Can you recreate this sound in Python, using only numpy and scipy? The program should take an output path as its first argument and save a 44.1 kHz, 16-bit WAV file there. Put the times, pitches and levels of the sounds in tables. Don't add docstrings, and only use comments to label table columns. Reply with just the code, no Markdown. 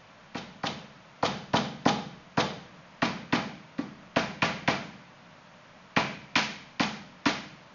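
import sys
import numpy as np
from scipy import signal
from scipy.fft import rfft, irfft, next_fast_len
from scipy.io import wavfile

SR = 44100
rng = np.random.default_rng(int(sys.argv[2]) if len(sys.argv) > 2 else 0)


def dump(signal):
    limited = np.clip(np.atleast_2d(signal).T, -1, 1)
    pcm = np.round(limited * 32767).astype(np.int16)
    wavfile.write(sys.argv[1], SR, pcm)


N = 341334
SIZE = 32768
HZ = np.fft.rfftfreq(SIZE, 1 / SR)
TIME = np.arange(SIZE) / SR


def amp(db):
    return 10 ** (np.asarray(db) / 20)


def along(points, hz):
    freqs, values = np.transpose(points)
    return np.interp(np.log(hz + 1), np.log(freqs), values)


def delay(s):
    return np.exp(-2j * np.pi * HZ * s)


def resonances(modes):
    return sum(amp(db) * 1j * HZ * width / (hz ** 2 - HZ ** 2 + 1j * HZ * width)
               for hz, width, db in modes)


def causal(db):
    cepstrum = irfft(np.log(amp(db)))
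    fold = 1 + np.sign(SIZE / 2 - np.arange(SIZE)) - (TIME == 0)
    return np.exp(rfft(cepstrum * fold))


def scatter(life_s):
    burst = rng.standard_normal(SIZE) * np.exp(-TIME / life_s)
    return rfft(burst / np.linalg.norm(burst))


def roughen(depth, life_s, scatter_hz=450):
    share = depth * 1j * HZ / (scatter_hz + 1j * HZ)
    return (1 + share * scatter(life_s)) / np.hypot(1, np.abs(share))


def hiss(rms_db=-53):
    # f/Hz, relative level/dB
    noise_floor = [(12, -27.5), (20, -2.5), (32, -26), (180, 1.5), (402, -14.5), (565, -6), (638, -3.5),
                   (687, -7.5), (815, -9), (943, -5.5), (1040, -7), (2380, -13), (3700, -19), (6800, -27),
                   (8840, -65.5), (15000, -120)]
    colour = amp(along(noise_floor, np.fft.rfftfreq(N, 1 / SR)))
    noise = irfft(rfft(rng.standard_normal(N)) * colour, N)
    return amp(rms_db) * noise / np.sqrt(np.mean(noise ** 2))


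def knocking(door_db=13, latch_db=8):
    # t/s, strength/dB, hardness (0 flesh .. 1 knuckle), hollow tone f/Hz, its level/dB
    blows = [ (0.3458, -13, 0.6, 242, -3), (0.6334, -7, 0.056, 262, -2), (1.2260, -2, 0.17, 235, -3),
             (1.5335, -.5, 0.12, 250, 5), (1.8540, -.5, 0.031, 247, 5), (2.3722, 0, 0.2, 269, -11),
             (3.0193, -1.5, 0.76, 258, 6), (3.3241, -1.5, 0.73, 257, 7.5), (3.7814, -16, 0.57, 283, 16.5),
             (4.1604, -0.5, 0.73, 256, -5), (4.4200, .5, 0.91, 260, -18), (4.6760, -.5, 0.82, 262, -4),
             (5.9630, 0, 1, 256, -2), (6.3549, -4, 0.91, 248, 8), (6.7962, -5, 0.67, 230, 8),
             (7.2557, -3, 0.76, 288, 6), ]
    # t/s, spot (0 mid-door .. 1 latch edge)
    spots = [(5.97, 0.041), (6.35, 0.97), (6.8, 0.63), (7.26, 0.58)]
    out = np.zeros(N + SIZE)
    common_tail = diffuse()
    fade = np.minimum(1, 10 * (1 - TIME / TIME[-1])) ** 2
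    for s, db, hardness, hollow_hz, hollow_db in blows:
        spot = np.interp(s, *np.transpose(spots))
        push = amp(door_db + db) * hand(db, hardness, spot)
        ring = panel(hollow_hz, hollow_db, hardness)
        wood = push * door_in_room(ring, common_tail)
        metal = amp(latch_db + rattle_db(db, hardness, spot)) * latch()
        out[round(s * SR):][:SIZE] += irfft(wood + metal) * fade
    return out[:N]


def hand(db, hardness, spot, bass_hz=340, treble_hz=1900):
    # f/Hz, level/dB
    flesh = [(30, -24.5), (70, -12.5), (140, -0.5), (260, -0.5), (380, -2.5), (520, -1), (850, -3),
             (1250, -8.5), (1700, -14), (2600, -28), (4500, -17), (7000, -34.5)]
    # f/Hz, level/dB
    knuckle = [(30, -25.5), (70, -8), (140, 1), (260, 3), (420, -3.5), (650, -5), (1000, -5.5),
               (1600, -6.5), (2400, -7), (3300, -5.5), (4500, -10.5), (7000, -26)]
    contact_db = (1 - hardness) * along(flesh, HZ) + hardness * along(knuckle, HZ)
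    bass_db = 6.5 - 0.25 * db - 5.5 * hardness - 3.5 * spot
    treble_db = 3 - 4.5 * hardness + 13 * spot
    low_shelf = bass_db / (1 + (HZ / bass_hz) ** 4)
    high_shelf = treble_db * HZ ** 2 / (HZ ** 2 + treble_hz ** 2)
    return causal(contact_db + low_shelf + high_shelf)


def forerunner(lag_s=0.0115, sweep_hz=1250):
    # f/Hz, level/dB
    radiation = [(200, -9.5), (500, -2), (1000, -3.5), (1600, 5), (2500, 6.5), (3300, -2), (4500, -7),
                 (7000, -4.5)]
    travel_s = lag_s * (1 + 0.029 * rng.standard_normal()) * np.exp(-HZ / sweep_hz)
    chirp = np.exp(-2j * np.pi * np.cumsum(travel_s) * HZ[1])
    return causal(along(radiation, HZ)) * chirp * roughen(depth=1.2, life_s=0.0023)


def thud(air_s=0.0092, soft_hz=2000):
    return -delay(air_s) / (1 + 1j * HZ / soft_hz)


def panel(hollow_hz, hollow_db, hardness, hollow_width_hz=68):
    # f/Hz, width/Hz, level/dB under fleshy blows, level/dB under knuckle raps
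    panel_modes = [(140.8, 8.8, -2.5, -5.5), (457, 50, 1.5, -19), (512, 11, 5.5, -6), (668, 54, -7, -0.5),
                   (821, 80, 6.5, 2.5), (985, 34, -5.5, 3.5), (1155, 19, 4, -0.5), (1248, 23, 7, -11),
                   (1404, 77, -13, -7), (1540, 16, 3.5, 0.5), (1660, 46, -3.5, -5), (1970, 38, -5.5, -2.5),
                   (2322, 28, -13, 3.5), (2463, 31, 4.5, -3.5), (2720, 12, -7, -3.5)]
    modes = [(hz, width, soft + hardness * (hard - soft) + rng.normal(0, 2.9))
             for hz, width, soft, hard in panel_modes]
    return resonances(modes + [(hollow_hz, hollow_width_hz, hollow_db)])


def door_in_room(ring, common_tail, thud_db=2, boom_db=-56.5, fresh_share=0.57, ring_share=0.73):
    # delay/s, signed pressure gain
    echoes = [(.0024, -0.44), (.0037, 0.35), (.0074, 0.24), (0.0098, 0.16), (0.0108, .15), (.0210, 0.28)]
    # f/Hz, level/dB, T60/s
    room_modes = [(77, -1, .9), (119, -10, 0.77), (138.2, -1, 0.89), (157.6, 0.5, 0.87), (182.4, 0.5, .92),
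                  (196.8, 2.5, 0.72), (211.8, 3.5, 0.66), (235, -6, 0.63), (257.4, 6, 0.14),
                  (304.6, -5, 0.81)]
    # f/Hz, level/dB
    tail_feed = [(60, -5), (130, -1), (280, -1), (450, 6.5), (1000, 9.5), (1700, 8.5), (2350, 10.5),
                 (2900, 4.5), (3600, 1.5), (6000, 8.5)]
    near = 1 + sum(gain * delay(s) for s, gain in echoes)
    direct = forerunner() + amp(thud_db) * thud() * roughen(depth=0.38, life_s=0.0079)
    standing = sum(amp(db - 60 * TIME / t60) * np.sin(2 * np.pi * hz * TIME)
                   for hz, db, t60 in room_modes)
    boom = amp(boom_db) * rfft(standing) * thud()
    tail = np.sqrt(1 - fresh_share) * common_tail + np.sqrt(fresh_share) * diffuse()
    tail *= causal(along(tail_feed, HZ))
    return direct * (1 + ring) * near + (boom + tail) * (1 + ring_share * ring)


def diffuse(build_s=0.0042, early_db=3, early_s=0.064):
    # f/Hz, T60/s
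    room_t60 = [(100, 1), (200, 0.78), (400, 0.62), (1000, 0.47), (2300, 0.67), (4000, 0.6), (7000, 0.59)]
    hz, t, bands = signal.stft(rng.standard_normal(SIZE), SR, nperseg=256)
    decay = amp(-60 * t / along(room_t60, hz)[:, None])
    tail = signal.istft(bands * decay, SR, nperseg=256)[1][:SIZE]
    tail *= 1 - np.exp(-(TIME / build_s) ** 2)
    tail *= amp(early_db * np.exp(-TIME / early_s))
    return rfft(tail / np.linalg.norm(tail))


def rattle_db(db, hardness, spot, lift_db=-13):
    shake_db = 0.55 * db - 5.1 * max(0, lift_db - db)
    return shake_db - 9.5 * hardness + 7.5 * spot


def latch(jitter_s=0.000478, wet_db=2, wet_s=0.022, dull_hz=5600):
    # t/s after the blow, level/dB
    chatter = [(.0210, -7), (.0270, -6), (0.033, -4), (.0350, -6.5), (0.0379, -2)]
    # f/Hz, width/Hz, level/dB
    metal_modes = [(1050, 960, -5.5), (2280, 1700, -4), (3056, 99, 1.5), (3530, 550, -4), (4520, 46, -4),
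                   (4920, 72, -8.5), (5850, 200, -15.5)]
    clicks = 0
    for s, db in chatter:
        gain = amp(db + rng.normal(0, 0.73))
        clicks += gain * delay(s + jitter_s * rng.standard_normal()) * scatter(life_s=0.004)
    wash = amp(wet_db) * delay(wet_s) * diffuse()
    muffle = causal(-10 * np.log10(1 + (HZ / dull_hz) ** 6))
    return (clicks + wash) * resonances(metal_modes) * muffle


def scene():
    return (knocking() + hiss())[None]


def record(dry):
    top_hz = 6900
    size = next_fast_len(N + SR)
    hz = np.fft.rfftfreq(size, 1 / SR)
    low_pass = 1 / np.sqrt(1 + (hz / top_hz) ** 140)
    return irfft(rfft(dry, size) * low_pass, size)[:, :N]


dry = scene()
out = record(dry)
dump(out)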